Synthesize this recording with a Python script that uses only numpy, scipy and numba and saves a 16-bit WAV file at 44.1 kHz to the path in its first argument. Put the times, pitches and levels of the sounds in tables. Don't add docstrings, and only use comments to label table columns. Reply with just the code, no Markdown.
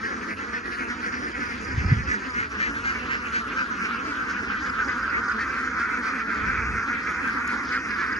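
import sys
import numpy as np
from scipy import signal
from scipy.fft import rfft, irfft, next_fast_len
from scipy.io import wavfile
from scipy.ndimage import uniform_filter1d
from numba import njit

SR = 44100
rng = np.random.default_rng(int(sys.argv[2]) if len(sys.argv) > 2 else 0)


def persist_wave(psi):
    counts = np.round(np.clip(psi, -1, 1) * 32767).astype(np.int16)
    wavfile.write(sys.argv[1], SR, np.atleast_2d(counts).T)


N = 361179


def undb(db):
    return 10 ** (np.asarray(db) / 20)


def curve(table):
    time_s, *columns = np.transpose(table)
    return [np.interp(np.arange(N) / SR, time_s, column) for column in columns]


def colour(x, shape, unit=True):
    size = next_fast_len(N + 4096)
    shape_hz, shape_db = np.transpose(shape)
    bin_hz = np.arange(size // 2 + 1) * SR / size
    gain = undb(np.interp(np.log(bin_hz + 1), np.log(shape_hz), shape_db))
    if unit:
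        gain = gain / np.sqrt(np.mean(gain ** 2))
    mirrored = np.concatenate([x[..., 2047::-1], x, x[..., :-2049:-1]], axis=-1)
    return irfft(rfft(mirrored, size) * gain, size)[..., 2048:N + 2048]


def walk(rate_hz):
    hold = int(SR / rate_hz)
    steps = np.repeat(rng.standard_normal(N // hold + 1), hold)
    return 1.3 * uniform_filter1d(uniform_filter1d(steps, hold), hold)[:N]


@njit
def syrinx(rows, noise, jitter, shimmer, rough, sag, edge, ground, gape, airy, lean, crest):
    out = np.zeros((3, 2, len(noise)))
    for row in rows:
        mid, length, hz, chest, pan, lag, seed = row[:7]
        centre_hz, width_hz, level = row[7:10], row[10:13], row[13:16]
        slide, echo = row[16], int(row[17])
        n, start = int(length * SR), int((mid - length / 2) * SR)
        at = int(seed * (len(noise) - SR))
        closed, damping = np.tan(np.pi * centre_hz / SR), width_hz / centre_hz
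        size = level * np.sqrt(2 * SR / (np.pi * width_hz))
        band, low, ring = np.zeros(6), np.zeros(6), np.zeros(3)
        phase, step, spill = 0., hz / SR, 0.
        for i in range(n + 400):
            x, u = spill, i / n
            spill = 0.
            swell = np.sin(np.pi * u ** lean) ** edge if u < 1 else 0.
            phase += step
            if phase >= 1:
                phase -= 1
                pulse = swell * np.sqrt((1 - rough) / step) * np.exp(shimmer * noise[at + i + 1])
                x += pulse * phase / step
                spill = pulse * (1 - phase / step)
                arch = 1 - sag * ((u - crest) / (1 - crest)) ** 2
                step = hz / SR * (arch + slide * (u - .5) + jitter * noise[at + i + 2])
            x += swell * np.sqrt(6 * rough) * np.exp(-3 * phase) * noise[at + i]
            opening = 1 + gape * (swell - .72)
            for r in range(3):
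                y = x if r < 2 else (1 - airy) * x + airy * swell * noise[at + i + 3]
                t, k = closed[r] * opening, damping[r]
                for m in (r, r + 3):
                    v = (band[m] + t * (y - low[m])) / (1 + t * (t + k))
                    band[m], low[m] = 2 * v - band[m], low[m] + 2 * t * v
                    y = k * v
                ring[r] = size[r] * y
            left, right = start + i + int(lag), start + i
            for side, j, gain in ((0, left, pan), (1, right, 1 / pan),
                                  (0, left + echo, ground * pan), (1, right + echo, ground / pan)):
                if 0 <= j < len(noise):
                    out[0, side, j] += gain * (ring[0] - ring[1])
                    out[1, side, j] += gain * ring[2]
                    out[2, side, j] += gain * chest * x
    return out


# time_s, facing (share 0-1)
FACING_FLOCK = [(0.0, 0.36), (2.0, 0.5), (3.0, 0), (4.2, 0), (5.0, 0.55), (5.8, 1), (7.1, 0.95),
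                (7.6, 0.75), (8.19, 0.6)]
# freq_hz, level_db
THROAT_FROM_SIDE = [(500, -5), (640, -15.5), (800, -3.5), (1000, 3.5), (1250, -1), (2100, -9.5), (2650, -5),
                    (2900, -4), (3300, -20), (4000, -30.5), (9000, -44)]
# freq_hz, level_db
THROAT_FROM_FRONT = [(500, -5.5), (660, -9.5), (800, 0), (1000, 1), (1250, -2), (2100, -7), (2550, -7.5),
                     (2750, -16.5), (2950, -35.5), (3300, -14.5), (4000, -26), (9000, -42.5)]
# freq_hz, level_db
HISS_COLOUR = [(2200, -34.5), (3000, 6), (3700, -0.5), (5000, 6.5), (6500, 4.5), (8500, -2.5), (9500, -7),
               (10300, -48.5), (12000, -76.5)]
# freq_hz, level_db
CHEST_AHEAD = [(40, -73), (130, -7), (190, 5.5), (250, -2), (330, 6), (480, -12.5), (600, -16.5),
               (680, -37.5), (780, -10), (1000, -1.5), (1300, -60)]


def voices(mid, length, hz, bill_hz, rasp_hz, dbs, pan_db, lag, bill_width_hz, ground,
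           rasp_width_hz=750, hiss_hz=5000, hiss_spread=1.095, hiss_width=0.52, gape=0.15, airy=0.52,
           chest_colour=CHEST_AHEAD, rough=0.17, lean=0.73, edge=1.1, sag=0.16, crest=0.4, glide=0.2):
    hiss, seed, slide, echo = rng.random((len(mid), 4)).T
    centres = [bill_hz, rasp_hz, hiss_hz * np.exp(hiss_spread * (hiss - .5))]
    widths = [bill_width_hz + 0 * mid, rasp_width_hz + 0 * mid, hiss_width * centres[2]]
    echo_samples = SR * (0.001002 + .012 * echo)
    rows = np.transpose([mid, length, hz, undb(dbs[3]), undb(pan_db / 2), lag, seed,
                         *centres, *widths, *undb(dbs[:3]), glide * (slide - .5), echo_samples])
    rough, airy, crest = np.clip(rough, 0, .9), np.clip(airy, 0, 1), np.clip(crest, .1, .7)
    bill, breath, chest = syrinx(rows, rng.standard_normal(N), .011, .17, rough, sag, edge, ground,
                                 gape, airy, lean, crest)
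    facing = np.clip(curve(FACING_FLOCK)[0], 0, 1)
    from_side = (1 - facing) * colour(bill, THROAT_FROM_SIDE, unit=False)
    from_front = facing * colour(bill, THROAT_FROM_FRONT, unit=False)
    breath = colour(breath, HISS_COLOUR, unit=False)
    return from_side + from_front + breath + colour(chest, chest_colour)


# time_s, level_db, rasp_level_db, bill_hz, left_lag (samples; negative: left leads)
BIRDS_AHEAD = [(0.0, -41, -62, 1326, -1), (0.75, -35.5, -50, 1370, -7.5), (1.55, -37, -37, 1367, -10),
               (2.2, -40.5, -41, 1310, -1.5), (2.75, -37, -42, 1330, -5), (3.3, -33.5, -40.5, 1363, -3),
               (3.99, -29, -42.5, 1400, -5), (4.51, -31.5, -46.5, 1435, -4), (5.3, -26, -42, 1402, -0.5),
               (6.11, -28, -32.5, 1378, -6), (6.6, -28.5, -32, 1392, -4), (7.41, -29, -44.5, 1400, 1.5),
               (8.19, -31, -45.5, 1357, -11.5)]
BIRDS_ASIDE = [(0.0, -30.5, -40, 1580, -17.5), (0.75, -31, -36, 1590, -17.5), (1.55, -34, -41, 1590, -18),
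               (2.2, -28.5, -34, 1600, -15.5), (2.75, -29.5, -36.5, 1540, -9.5),
               (3.3, -36.5, -35, 1500, -14), (3.99, -31, -35, 1480, -13.5), (4.51, -29, -32, 1520, -11),
               (5.3, -47.5, -33.5, 1660, -8), (6.11, -34.5, -31, 1606, -5.5),
               (6.6, -36.5, -30.5, 1620, -6.5), (7.41, -34.5, -28, 1630, -9), (8.19, -27, -31, 1540, -6)]
# freq_hz, level_db
CHEST_ASIDE_COLOUR = [(40, -79), (130, -18.5), (190, 1.5), (250, -3.5), (330, 4), (420, -1), (520, -12.5),
                      (590, -10), (660, -13), (800, -15.5), (1000, -8.5), (1300, -68.5)]
FLOCK_PER_S, FLOCK_HZ = 65, 247.27


def flock(table, chest, chest_db, hiss_db, rasp_hz, bill_width_hz, lag_spread, length=.08,
          scatter_db=1.5, colour_db=2.5):
    count = int(FLOCK_PER_S * N / SR)
    mid = (np.arange(count) + rng.random(count)) / count * N / SR
    size, bill, rasp, far, place, span, *own = rng.standard_normal((count, 9)).T
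    db, rasp_db, bill_hz, lag = (column[(mid * SR).astype(int)] for column in curve(table))
    each_db = scatter_db * far - 10 * np.log10(FLOCK_PER_S * length / 2)
    rasp_own, hiss_own, chest_own = colour_db * np.array(own)
    chest_level = np.linspace(*chest_db, count) + chest_own
    dbs = each_db + np.array([db, rasp_db + rasp_own, hiss_db + hiss_own, chest_level])
    lengths, pitches = length * np.exp(.25 * span), FLOCK_HZ * np.exp(.08 * size)
    bills, rasps = bill_hz * np.exp(0.026 * bill), rasp_hz * np.exp(0.12 * rasp)
    return voices(mid, lengths, pitches, bills, rasps, dbs, -1.5 * place, lag + lag_spread * place,
                  bill_width_hz=bill_width_hz, ground=0.75, chest_colour=chest)


def far_hiss(level_db=-56):
    return undb(level_db) * colour(rng.standard_normal((2, N)), HISS_COLOUR)


# time_s, dip_db
CHORUS_DIPS = [(0.355, -6.5), (0.63, -6), (1.339, -5), (2.493, -7), (4.02, -1.5), (6.249, -5),
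               (7.832, -1.5)]


def lulls(width_s=0.023):
    t = np.arange(N) / SR
    return undb(sum(db * np.exp(-((t - s) / width_s) ** 2) for s, db in CHORUS_DIPS))


# time_s, level_db
WIND_LEVEL = [(0.0, -49), (0.9, -47), (1.65, -45.5), (1.754, -30.5), (1.942, -24), (2.09, -34.5),
              (2.19, -50), (2.36, -41.5), (2.87, -44), (4.1, -48.5), (4.47, -43), (5.5, -47), (6.35, -50),
              (6.42, -36.5), (6.76, -32), (6.82, -47.5), (7.45, -47), (8.19, -45)]
# freq_hz, level_db
RUMBLE_COLOUR = [(20, -26), (35, -10.5), (52, 3), (65, 7.5), (80, 4), (105, 0.5), (135, -7.5), (220, -8.5),
                 (400, -74.5)]
# time_s, peak_db, swing_hz
MIC_BUFFETS = [(1.747, -21.5, 80), (1.782, -13.5, 102), (1.841, -20.5, 150), (1.861, -14.5, 88),
               (1.9192, -15, 202), (1.927, -6.5, 125), (1.975, -19, 91), (2.079, -30, 70)]


def wind(apart_db=-11, cycles=0.72, even_s=0.08, flutter_db=2.0, calm_db=-40):
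    shared, apart = (colour(rng.standard_normal(N), RUMBLE_COLOUR) for _ in range(2))
    even = int(even_s * SR)
    shared = shared / np.sqrt(uniform_filter1d(uniform_filter1d(shared ** 2, even), even))
    db = curve(WIND_LEVEL)[0]
    db = db + flutter_db * walk(19) / (1 + undb(2 * (db - calm_db)))
    out = undb(db) * (shared + undb(apart_db) * apart * np.array([[1], [-1]]))
    t = np.arange(N) / SR
    for s, peak_db, hz in MIC_BUFFETS:
        bell = np.exp(-((t - s) * hz / cycles) ** 2)
        out = out - undb(peak_db) * bell * np.cos(2 * np.pi * hz * (t - s))
    return out


# time_s, level_db
TOP_FLICKER_LEVEL = [(0.0, -67.5), (1.5, -72.5), (2.5, -71.5), (4.0, -73.5), (6.5, -78), (7.1, -70),
                     (8.19, -73)]


def top_flicker(scatter_db=3.0, flicker_db=9.0):
    uneven = rng.standard_normal(N) * undb(scatter_db * rng.exponential(size=N))
    treble = colour(uneven / uneven.std(), [(8000, -17.0), (9500, -8.0), (10200, -6.0), (10900, -5.5),
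                                            (11500, -17), (12000, -25.0)])
    flicker = np.minimum(walk(26), .7)
    return undb(curve(TOP_FLICKER_LEVEL)[0] + flicker_db * flicker) * treble


# middle_s, length_s, level_db, rasp_db and hiss_db (above level_db),
# pitch_hz, bill_hz, rasp_hz, left_lag (samples; negative: left leads)
NEAR_QUACKS = [(0.063, 0.08, -21, -7, -28, 266.4, 1610, 1900, -18.5),
               (0.127, 0.059, -26, -8, -38, 247.5, 1500, 2000, -17.5),
               (0.224, 0.088, -47, -10, -36, 250, 1490, 2000, -25),
               (0.247, 0.056, -38, 3, -28, 245, 1520, 1990, -10.5),
               (0.317, 0.07, -33, 5.5, -20, 225, 1610, 2100, -18.5),
               (0.385, 0.06, -40.5, 2.5, -22, 249.5, 1550, 2600, -16),
               (0.433, 0.09, -32.5, -1, -22, 290.5, 1548, 1930, -13.5),
               (0.567, 0.085, -25.5, -4.5, -21, 259.2, 1540, 1959, -17.5),
               (0.665, 0.078, -35.5, 4, -30, 276.2, 1534, 1880, -18),
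               (0.734, 0.071, -32, 3, -17, 243.8, 1560, 1905, -18),
               (0.816, 0.082, -24, -5, -33, 278, 1480, 2050, -18),
               (0.913, 0.082, -31, 3.5, -17, 241.2, 1440, 1972, -7),
               (1.064, 0.11, -25, -3.5, -22, 245, 1480, 1950, -17),
               (1.157, 0.093, -28.5, 3, -23, 244.7, 1560, 1910, -15),
               (1.247, 0.075, -23.5, -11, -30, 290.7, 1520, 1893, -16.5),
               (1.359, 0.069, -28, -0.5, -30, 245.7, 1480, 1930, -18),
               (1.439, 0.093, -26, -5, -21.5, 253, 1480, 2030, -16),
               (1.525, 0.13, -34, 1.5, -16, 267.7, 1564, 1956, -16.5),
               (1.714, 0.12, -33, 1, -25, 274, 1600, 1910, -17.5),
               (1.806, 0.065, -35.5, 7.5, -28, 258.7, 1460, 2060, -13),
               (1.927, 0.092, -25.5, -1, -31, 253.4, 1600, 1950, -15),
               (2.125, 0.12, -18.5, -8.5, -26, 252.2, 1590, 1969, -14.5),
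               (2.403, 0.125, -20, -3.5, -26.5, 241.3, 1546, 1960, -13),
               (2.648, 0.14, -19, -2.5, -24, 263.2, 1660, 1970, -13.5),
               (2.767, 0.061, -30, -4, -21.7, 227, 1522, 1986, -12),
               (2.89, 0.115, -22, -1, -20, 266.4, 1500, 1950, -12.5),
               (2.974, 0.078, -34.5, 10, -26, 253, 1500, 2000, -7.5),
               (3.134, 0.095, -26, 6.5, -16.5, 260.3, 1520, 1930, -11.5),
               (3.263, 0.04, -31, 5.5, -33, 250.5, 1580, 2330, -11.5),
               (3.375, 0.11, -22, -1, -19.5, 257.4, 1510, 1890, -13),
               (3.53, 0.045, -36.5, 5.5, -19, 244.6, 1530, 2230, -4),
               (3.607, 0.1, -21, -2, -24.5, 265, 1440, 2030, -10),
               (3.724, 0.061, -27.5, -15, -34, 249, 1460, 2000, -15),
               (3.85, 0.093, -27.5, 3.5, -19, 223.8, 1500, 2200, -8),
               (3.953, 0.088, -32.5, 0, -32, 230, 1430, 2270, -6.5),
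               (4.104, 0.13, -32, -3.5, -11, 295, 1460, 2160, -4),
               (4.22, 0.066, -25, -24, -38, 263.8, 1440, 1880, 8),
               (4.314, 0.066, -25.5, -14, -18.5, 227.8, 1420, 1935, -1),
               (4.373, 0.097, -29.5, -6, -28, 245.6, 1500, 2000, -1),
               (4.542, 0.11, -25, -13.5, -33, 227.1, 1420, 1950, -4.5),
               (4.669, 0.09, -29.5, -9, -22, 279.3, 1500, 1944, -6),
               (4.75, 0.055, -35, -7, -27, 245.7, 1470, 1900, -11),
               (4.812, 0.074, -19, -12, -36, 259.8, 1470, 1840, -5),
               (4.909, 0.077, -26, -0.5, -21, 252.6, 1540, 1880, -5),
               (5.062, 0.109, -28.5, -10, -31, 224.6, 1460, 1850, -2.5),
               (5.168, 0.1, -24, 3, -32.1, 272, 1530, 1940, 12.5),
               (5.314, 0.076, -23, -28, -21, 249, 1450, 1929, 4.5),
               (5.426, 0.1, -24.5, -3.5, -22, 262.3, 1600, 1900, -2.5),
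               (5.567, 0.12, -32.5, -16, -17.5, 255.3, 1390, 1900, -2.5),
               (5.672, 0.065, -37, 2, -29, 241.4, 1480, 2030, -5.5),
               (5.815, 0.075, -27, -3, -17, 237.7, 1435, 1930, 2),
               (5.877, 0.065, -34.5, 3, -38, 249.5, 1500, 1970, -0.5),
               (5.929, 0.1, -27.5, -6, -25.5, 261.4, 1410, 2100, 3),
               (6.071, 0.11, -25.5, -5.5, -19, 224, 1394, 2038, 2.5),
               (6.171, 0.087, -35, -13, -26, 252.5, 1570, 2000, 10.5),
               (6.331, 0.11, -29.5, -11, -28, 227.5, 1500, 2021, -2.5),
               (6.502, 0.07, -23, -10, -29, 261, 1470, 2020, -4),
               (6.56, 0.067, -31.5, -10, -32, 251, 1430, 2000, -3.5),
               (6.624, 0.085, -27.5, -9, -29, 228, 1440, 2109, 0.5),
               (6.788, 0.14, -27.5, -13, -28, 217, 1420, 2036, 0.5),
               (6.933, 0.12, -27, -3.5, -36, 242, 1470, 1985, -5),
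               (7.06, 0.094, -33.5, -11, -21, 251.5, 1430, 2000, -3),
               (7.279, 0.072, -23.5, -13, -26, 228, 1500, 1930, -4),
               (7.39, 0.077, -27, -24, -34, 267, 1440, 1958, 6.5),
               (7.511, 0.1, -29, -1.5, -17, 245.1, 1430, 2030, -3.5),
               (7.749, 0.11, -22.5, -7, -18, 251.4, 1480, 1980, -4),
               (7.899, 0.071, -44, 4, -26, 232, 1518, 1901, 16),
               (8.018, 0.097, -23.5, -9, -23.5, 285.6, 1476, 2080, -1.5),
               (8.135, 0.047, -32.5, -7, -29, 257.8, 1440, 2000, 0.5)]


def near_ducks(chest_db=-44):
    mid, length, db, rasp_db, hiss_db, hz, bill_hz, rasp_hz, lag = np.transpose(NEAR_QUACKS)
    chest, place = rng.standard_normal((len(mid), 2)).T
    dbs = np.array([db, db + rasp_db, db + hiss_db, chest_db + 2.0 * chest])
    return voices(mid, length, hz, bill_hz, rasp_hz, dbs, -1.5 * place, lag, bill_width_hz=306,
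                  ground=0.65, rasp_width_hz=615, hiss_hz=4540, hiss_spread=0.37, hiss_width=1.7,
                  rough=0.15, lean=0.72, edge=0.93, sag=0.22, crest=0.33, glide=0.06)


# middle_s (middle pulse), level_db (middle pulse),
# first_db and last_db (outer clear pulses above level_db), pulse_length_s
CRICKET_CHIRPS = [(1.288, -47.5, 0, 3, .02), (1.505, -45.5, -1, 0, .02), (1.687, -44.5, 2, 2, 0.019),
                  (1.905, -42, -1, 0, 0.018), (2.122, -44.5, 0, 0, 0.033), (2.305, -43.5, -1, 0, 0.017),
                  (4.664, -43, 0, 3.5, 0.017), (4.884, -39.5, -1, -2, 0.013), (5.067, -42.5, 0, 2, .015),
                  (5.285, -45.5, 1, 5, 0.017), (7.729, -41, -2, 0, 0.024), (7.948, -42.5, 0, -5, 0.023),
                  (8.13, -42.5, -4.5, 0, 0.022)]
# lead_in_db, end_db (relative to the middle pulse)
FAINT_PULSES = (-9, -12)


def cricket(spacing_s=.0365, middle_hz=4900, fall_hz_per_s=44000, grain=0.28):
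    out = np.zeros(N + SR)
    lead_in_db, end_db = FAINT_PULSES
    for s, db, first_db, last_db, length in CRICKET_CHIRPS:
        t = np.arange(int(length * SR)) / SR - length / 2
        swell = np.sin(np.pi * (t / length + .5) ** 0.93) ** 2
        stroke = swell * np.sin(2 * np.pi * (middle_hz * t - fall_hz_per_s * t ** 2 / 2))
        for k, stroke_db in enumerate([lead_in_db, first_db, 0, last_db, end_db]):
            i = int((s + (k - 2) * spacing_s - length / 2) * SR)
            out[i:i + len(t)] += undb(db + stroke_db) * stroke
    return out[:N] * (1 + grain * walk(400))


# start_s, level_db (before gain and colour)
STRAW_TICKS = [(7.147, -53), (7.2765, -47), (7.294, -55), (7.477, -38)]


def straw(decay_s=0.00072, gain_db=12.5):
    out, t = np.zeros((2, N + SR)), np.arange(400) / SR
    for s, db in STRAW_TICKS:
        i = int(s * SR)
        burst = np.exp(-t / decay_s) * rng.standard_normal(len(t))
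        out[:, i:i + len(t)] += undb(db + gain_db) * burst
    return colour(out[:, :N], [(2000, -21), (3500, -3), (5000, -2), (6500, 10), (9000, 3), (11500, -8)],
                  unit=False)


def scene():
    ahead = flock(BIRDS_AHEAD, CHEST_AHEAD, chest_db=(-45, -39), hiss_db=-54.5, rasp_hz=2136,
                  bill_width_hz=374, lag_spread=5.1)
    aside = flock(BIRDS_ASIDE, CHEST_ASIDE_COLOUR, chest_db=(-39, -46), hiss_db=-52.0, rasp_hz=1958,
                  bill_width_hz=545, lag_spread=2.2)
    chorus = lulls() * (ahead + aside + far_hiss())
    return chorus + wind() + top_flicker() + near_ducks() + cricket() + straw()


# freq_hz, level_db
SHARED_COLOUR = [(6900, 0), (7700, -32), (9100, -28), (9800, 0)]
# freq_hz, level_db
DIFFERING_COLOUR = [(100, -3.5), (300, 2), (600, -2), (750, -6.5), (900, -1.5), (1200, -4), (2000, -1),
                    (2800, -6), (4000, -2.5), (5000, -4.5), (6000, -11.5), (8000, 2.5)]
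# freq_hz, level_db
LEFT_COLOUR = [(60, -.5), (190, -1.5), (350, -1.5), (630, .5), (1140, -1.5), (2050, -1), (3690, 1),
               (6000, .5), (7000, 0)]


def record(dry):
    shared = colour(dry[0] + dry[1], SHARED_COLOUR, unit=False) / 2
    differing = colour(dry[0] - dry[1], DIFFERING_COLOUR, unit=False) / 2
    both = [colour(shared + differing, LEFT_COLOUR, unit=False), shared - differing]
    top_cut = signal.ellip(8, .2, 70, 11700, fs=SR, output="sos")
    return signal.sosfilt(top_cut, both)


dry = scene()
out = record(dry)
persist_wave(out)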